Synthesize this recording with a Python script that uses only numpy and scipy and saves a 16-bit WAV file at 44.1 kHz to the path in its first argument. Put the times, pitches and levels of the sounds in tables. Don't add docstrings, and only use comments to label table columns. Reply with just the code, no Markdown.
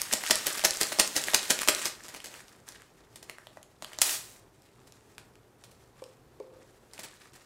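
import sys
import numpy as np
from scipy import signal
from scipy.fft import rfft, irfft, next_fast_len
from scipy.io import wavfile

SR = 44100
rng = np.random.default_rng(int(sys.argv[2]) if len(sys.argv) > 2 else 0)


def output_pcm(signal):
    pcm = np.clip(np.atleast_2d(signal).T, -1, 1) * 32767
    wavfile.write(sys.argv[1], SR, np.round(pcm).astype(np.int16))


N = 328545

# (time [s], level [dB], brightest frequency [Hz])
SHAKE_STROKES = [(0.1274, -8, 8000), (0.3093, -4.5, 4200), (0.4683, -5.5, 8100), (0.6494, -2.1, 5700),
                 (0.8119, -5, 7620), (.998, 0, 5000), (1.1652, -4, 5500), (1.3457, -1.66, 4000),
                 (1.505, -3, 5770), (1.686, 0.35, 3000), (1.8561, -9.5, 6700)]
# (frequency [Hz], width [Hz], gain [dB])
POCKET_MODES = [(210, 23, -3.5), (298, 52, -4.5), (380, 300, -5), (476, 120, -5), (612, 150, 1.5),
                (1040, 630, -5), (2000, 71, -2.5)]
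# (frequency [Hz], level per Hz [dB])
RUSTLE_SPECTRUM = [(71, -53.5), (120, -11.5), (308, -4.5), (445, -4), (670, -8), (773, -6.5), (1340, -6),
                   (1940, -4), (2480, -6), (8310, -5.5), (16000, -15.5)]


def snap_events(up_db=-3, taut_hollow_db=-25.5, buckle_lead_s=.0105, buckle_db=-14, buckle_hz=5000,
                buckle_hollow_db=3):
    # (time [s], level [dB], brightest frequency
    # [Hz], push on the hollow pocket [dB])
    creases = [(0.017, -10.5, 8400, -28), (0.1361, -5.5, 7990, -6), (0.2373, -21, 1574, -10),
               (0.2638, -18, 3236, -27.5), (0.356, -10.5, 9650, -36), (0.594, -15.5, 2002, -6),
               (0.7078, -9.5, 6680, -29.5), (0.771, -16.5, 7400, -14), (0.8319, -13, 5430, -17.5),
               (0.9209, -24.5, 1554, 10), (1.076, -14.5, 8920, -25.5), (1.239, -16.5, 2330, -30),
               (1.284, -15.5, 1610, -1), (1.4301, -19, 5180, -8), (1.5902, -15.5, 1800, -28.5),
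               (1.6177, -15.5, 1610, -16), (1.632, -17, 1670, -19.5), (1.7485, -13.5, 6860, -24),
               (2.037, -34, 8200, -28), (2.0828, -30, 7600, -6), (2.1472, -27, 1990, 0.5),
               (2.2026, -30.5, 3000, -22), (2.2585, -25.5, 5670, -2), (2.3407, -33, 1930, -9),
               (2.405, -34, 1800, -16), (2.4818, -37.5, 4900, -23), (2.688, -26.5, 6600, -10),
               (2.722, -34, 5000, -19), (2.8198, -38, 1540, -31.5), (3.1582, -30, 6870, -26),
               (3.2294, -31.5, 6100, -10), (3.2969, -24.5, 1720, 1.5), (3.3841, -33.5, 1510, -3),
               (3.47, -32, 2510, -2.5), (3.5716, -40.5, 1950, 14.5), (3.6296, -34.5, 6200, -32.5),
               (3.8233, -25.5, 2360, 4.5), (3.8457, -26, 2300, -4.5), (3.919, -39, 1550, -2),
               (3.9323, -31, 2513, 2.5), (3.9873, -16, 5500, -2.5), (4.01, -27.5, 8600, -13),
               (4.0173, -3, 8260, -10.5), (4.0938, -15, 2740, -26), (4.6206, -46, 6100, -14.5),
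               (4.9224, -37.5, 5400, -18), (5.1813, -28, 1580, -22.5), (5.355, -44, 1770, -20),
               (5.6387, -34, 5520, -6), (6.0395, -35.5, 4000, -18), (6.9348, -34.5, 6100, 1.5),
               (6.979, -38, 1820, 1), (6.991, -35, 2510, 5), (7.0336, -31, 7660, -12)]
    taut = [(s, db + up_db * (k % 2 == 0), hz, taut_hollow_db)
            for k, (s, db, hz) in enumerate(SHAKE_STROKES)]
    buckles = [(s - buckle_lead_s, db + buckle_db, buckle_hz, buckle_hollow_db)
               for s, db, _ in SHAKE_STROKES[1::2]]
    return taut + buckles + creases


def snaps(decay_s=0.00067, swell_s=0.00019, ragged=0.89, width_ratio=0.75, broad_db=-8, body_db=21,
          top_hz=11000, puff_db=-36, puff_s=0.005, deep_slope=0.17, uneven_db=4.0, dulling=0.12):
    t = np.arange(512) / SR
    envelope = np.exp(-t / decay_s) * (1 - np.exp(-t / swell_s))
    events = snap_events()
    impulse = t == t[12]
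    bursts = (rng.standard_normal((len(events), len(t))) * ragged + impulse) * envelope
    bursts = butterworth(bursts, top_hz)
    puff = amp(puff_db) * t / puff_s * np.exp(1 - t / puff_s) * (1 - t / (2 * puff_s))
    cracks = np.zeros(N + len(t))
    push = np.full((len(POCKET_MODES), N + len(t)), 1e-18)
    reach_db = uneven_db * rng.standard_normal((len(events), len(POCKET_MODES)))
    is_deep = np.array(POCKET_MODES)[:, 0] < 500
    for (s, db, hz, hollow_db), burst, own_db in zip(events, bursts, reach_db):
        broad = amp(broad_db + dulling * db) * resonate(burst, 6400, 13000)
        crack = resonate(burst, hz, width_ratio * hz) + broad
        i = round(s * SR)
        cracks[i:i + len(t)] += amp(db) * (crack / np.abs(crack).max() + puff)
        push[:, i] += amp(db + hollow_db + body_db) * amp(deep_slope * db * is_deep + own_db)
    return cracks[:N] + pocket(push[:, :N])


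def landings(slide_lead_s=.073):
    # (time [s], strength [dB])
    shifts = [(.0144, -35), (2.085, -28.5), (2.139, -29), (2.16, -29.5), (2.241, -23), (2.259, -30),
              (2.678, -33), (2.701, -43), (3.1584, -32), (3.226, -31), (3.2959, -36), (3.824, -32),
              (4.869, -40), (5.184, -37.5), (5.64, -36.5), (5.71, -41), (6.936, -36), (6.991, -25.5),
              (7.0338, -25), (7.047, -33), (7.3318, -37), (7.354, -36)]
    up = [(s, db - 5, 21, 110) for s, db, _ in SHAKE_STROKES[::2]]
    down = [(s, db + 1, 13, 52) for s, db, _ in SHAKE_STROKES[1::2]]
    slides = [(s - slide_lead_s, db - 15, 13, 43) for s, db, _ in SHAKE_STROKES[1::2]]
    return up + down + slides + [(s, db, 3.1, 80) for s, db in shifts]


def powder_slaps(per_s=4400, spread_db=4.5, trim_db=-14, lag_s=0.002, hollow_db=-5, dulling=0.1,
                 light_hollow_db=4.0):
    t = np.arange(SR // 2) / SR
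    shower = np.zeros(N + len(t))
    for s, db, rise_ms, t60_ms in landings():
        rise_s = rise_ms / 1000
        i = max(round((s + lag_s - rise_s) * SR), 0)
        fall_db = -60 * np.maximum(t - rise_s, 0) * 1000 / t60_ms
        shower[i:i + len(t)] += amp(db + trim_db + fall_db) * np.minimum(t / rise_s, 1) ** 2
    hits = shower[:N] * colour(grains(per_s, spread_db), RUSTLE_SPECTRUM)
    lightness = 1 - (shower[:N] / shower.max()) ** dulling
    hits = hits - lightness * above(hits, 12000)
    return hits + amp(hollow_db + light_hollow_db * lightness) * pocket(hits)


def pocket(drive):
    pushes = np.broadcast_to(drive, (len(POCKET_MODES), N))
    return sum((-1) ** k * amp(db) * resonate(pushes[k], hz, width)
               for k, (hz, width, db) in enumerate(POCKET_MODES))


def rip(per_s=5000, spread_db=2.5, flutter_db=1.0):
    # (time [s], level [dB])
    tear = [(4.016, -15), (4.035, -32), (4.09, -30.5), (4.14, -31), (4.18, -42.5), (4.25, -50.5),
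            (4.4, -62)]
    # (frequency [Hz], level per Hz [dB])
    fibre_spectrum = [(180, -45), (300, -12.5), (593, -10.5), (1030, -9.5), (2570, -7.5), (7950, -2.5),
                      (16000, -11)]
    t = np.arange(N) / SR
    running = (t > tear[0][0]) & (t < tear[-1][0])
    envelope = running * amp(in_time(tear) + flutter_db * drift(60))
    return envelope * colour(grains(per_s, spread_db), fibre_spectrum)


def rustle(per_s=450, spread_db=4.0, clump_db=9.5, hiss_db=2.0, patch_db=1.5, patchier=0.62,
           width_ratio=0.26, brisk_db=-44, fuller_per_db=0.54, fullest_db=3.5):
    # (time [s], level [dB])
    motion = [(0, -39), (1.85, -39.5), (2.0, -52), (2.35, -55), (2.6, -66), (2.69, -50), (2.85, -64.5),
              (3.13, -68.5), (3.3, -61), (3.75, -71), (3.95, -52.5), (4.5, -69), (4.85, -67), (5.25, -69),
              (5.5, -75), (5.7, -64.5), (5.9, -69.5), (6.03, -64), (6.25, -76), (6.55, -67.5),
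              (6.88, -69.5), (7.0, -52), (7.2, -62), (7.45, -63)]
    level_db = in_time(motion)
    full_db = np.clip(fuller_per_db * (brisk_db - level_db), 0, fullest_db)
    clicks = grains(per_s * amp(clump_db * drift(25)), spread_db) + 1e-18
    pitches = np.geomspace(1200, 11000, 7)
    pitch_index = rng.integers(0, len(pitches), N)
    crackle = sum(resonate(clicks * (pitch_index == k), hz, width_ratio * hz) * (pitches[-1] / hz) ** .25
                  for k, hz in enumerate(pitches))
    hiss = amp(hiss_db + (patch_db + patchier * full_db) * drift(12)) * rng.standard_normal(N)
    stream = colour(rms_one(crackle) + hiss, RUSTLE_SPECTRUM)
    low_lift = (amp(full_db) - 1) * butterworth(stream, 2500)
    treble_cut = (amp(-full_db) - 1) * above(stream, 7900)
    return amp(level_db) * (stream + low_lift + treble_cut)


def board(rub_db=-22, tick_db=-48, tick_s=0.0026, tick_hz=2484):
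    # (time [s], push [dB], upper modes re lowest [dB], contact [ms])
    knocks = [(6.02, -45, 15, 0.78), (6.4, -26, -4, 1.66)]
    # (frequency [Hz], gain [dB], t60 [s])
    wood_modes = [(427, 1, 0.031), (510, -0.5, 0.049), (690, -11.5, 0.018), (895, -14, .03),
                  (1090, -13.5, 0.03), (2300, -28.5, .04)]
    # (time [s], level [dB])
    brush = [(6.03, -80.5), (6.06, -66), (6.11, -81), (6.41, -77.5), (6.45, -59.5), (6.55, -56.5),
             (6.63, -58), (6.7, -78.5)]
    rubbing = rng.standard_normal(N) * amp(in_time(brush) + rub_db)
    t = np.arange(SR // 20) / SR
    wood = np.zeros(N)
    for k, (hz, db, t60) in enumerate(wood_modes):
        force = rubbing.copy()
        for s, push_db, upper_db, contact_ms in knocks:
            swell = t * 1000 / contact_ms * np.exp(-t * 1000 / contact_ms)
            push = 2 * swell / swell.sum() * np.cos(2 * np.pi * hz * t)
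            i = round(s * SR)
            force[i:i + len(t)] += amp(push_db + upper_db * (k > 0)) * push
        r, w = amp(-60 / (t60 * SR)), 2 * np.pi * hz / SR
        wood += amp(db) * signal.lfilter([0, np.sin(w)], [1, -2 * r * np.cos(w), r * r], force)
    ages = [np.arange(N) / SR - s for s, *_ in knocks]
    touch = sum((age > 0) * np.exp(-np.abs(age) / tick_s) for age in ages)
    ticks = amp(tick_db) * resonate(touch * rng.standard_normal(N), tick_hz, 2 * tick_hz)
    return butterworth(wood + ticks, 280, "high")


def kitchen(near, build_s=.006, tail_db=-9.5, counter_s=0.0032, counter_db=-17.5):
    # (frequency [Hz], t60 [s])
    decay_times = [(200, 0.31), (1000, 0.37), (4000, 0.28), (9000, 0.27), (15000, 0.067)]
    t = np.arange(SR) / SR
    edges_hz = 70 * 2 ** np.arange(0, 8.1, .5)
    white = rng.standard_normal((2, SR))
    tail = np.zeros(SR)
    for k, (low, high) in enumerate(zip(edges_hz, edges_hz[1:])):
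        band = butterworth(white[k % 2], [low, high], "band")
        tail += band * amp(-60 * t / at_hz(decay_times, np.sqrt(low * high)))
    tail *= 1 - np.exp(-t / build_s)
    response = amp(tail_db) * tail / np.sqrt(np.sum(tail ** 2))
    response[round(counter_s * SR)] += amp(counter_db)
    return signal.fftconvolve(near, response)[:N]


def room_tone(level_db=-60.5, waver_db=1.0):
    # (frequency [Hz], level per Hz [dB])
    room_spectrum = [(15, -31.5), (30, -5), (52, -1.8), (76, -4), (123, 3.5), (166, -5), (326, -4.5),
                     (384, -1.5), (560, -8), (911, -10.5), (2690, -25.5), (8590, -30.5), (14800, -32.5),
                     (16000, -47.5)]
    return amp(level_db + waver_db * drift(3.8)) * colour(rng.standard_normal(N), room_spectrum)


def amp(db):
    return 10 ** (np.asarray(db) / 20)


def rms_one(x):
    return x / np.sqrt(np.mean(x ** 2) + 1e-20)


def in_time(curve):
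    return np.interp(np.arange(N) / SR, *np.transpose(curve))


def at_hz(points, hz):
    frequencies, values = np.transpose(points)
    return np.interp(np.log(hz), np.log(frequencies), values)


def colour(x, spectrum):
    size = next_fast_len(N)
    hz = np.maximum(np.arange(size // 2 + 1) * SR / size, 1)
    return rms_one(irfft(rfft(x, size) * amp(at_hz(spectrum, hz)), size)[:N])


def resonate(x, hz, width_hz):
    r = np.exp(-np.pi * width_hz / SR)
    feedback = [1, -2 * r * np.cos(2 * np.pi * hz / SR), r * r]
    return signal.lfilter((1 - r * r) / 2 * np.array([1, 0, -1]), feedback, x)


def butterworth(x, hz, kind="low", order=2):
    return signal.sosfilt(signal.butter(order, hz, kind, fs=SR, output="sos"), x)


def above(x, hz):
    return x - butterworth(x, hz, order=1)


def drift(rate_hz):
    r = np.exp(-2 * np.pi * rate_hz / SR)
    return rms_one(signal.lfilter([1], [1, -2 * r, r * r], rng.standard_normal(N + SR))[SR:])


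def grains(per_s, spread_db):
    sizes = amp(spread_db * np.minimum(rng.exponential(1, N), 4)) * np.sign(rng.random(N) - .5)
    return rms_one(sizes * (rng.random(N) < per_s / SR))


def scene():
    near = snaps() + powder_slaps() + rustle() + rip() + board()
    return (near + kitchen(near) + room_tone())[None]


def record(dry):
    ceiling, cutoff_hz = .88, 16700
    rounded = dry / (1 + (dry / ceiling) ** 4) ** .25
    return signal.sosfilt(signal.cheby2(14, 70, cutoff_hz, fs=SR, output="sos"), rounded)


dry = scene()
out = record(dry)
output_pcm(out)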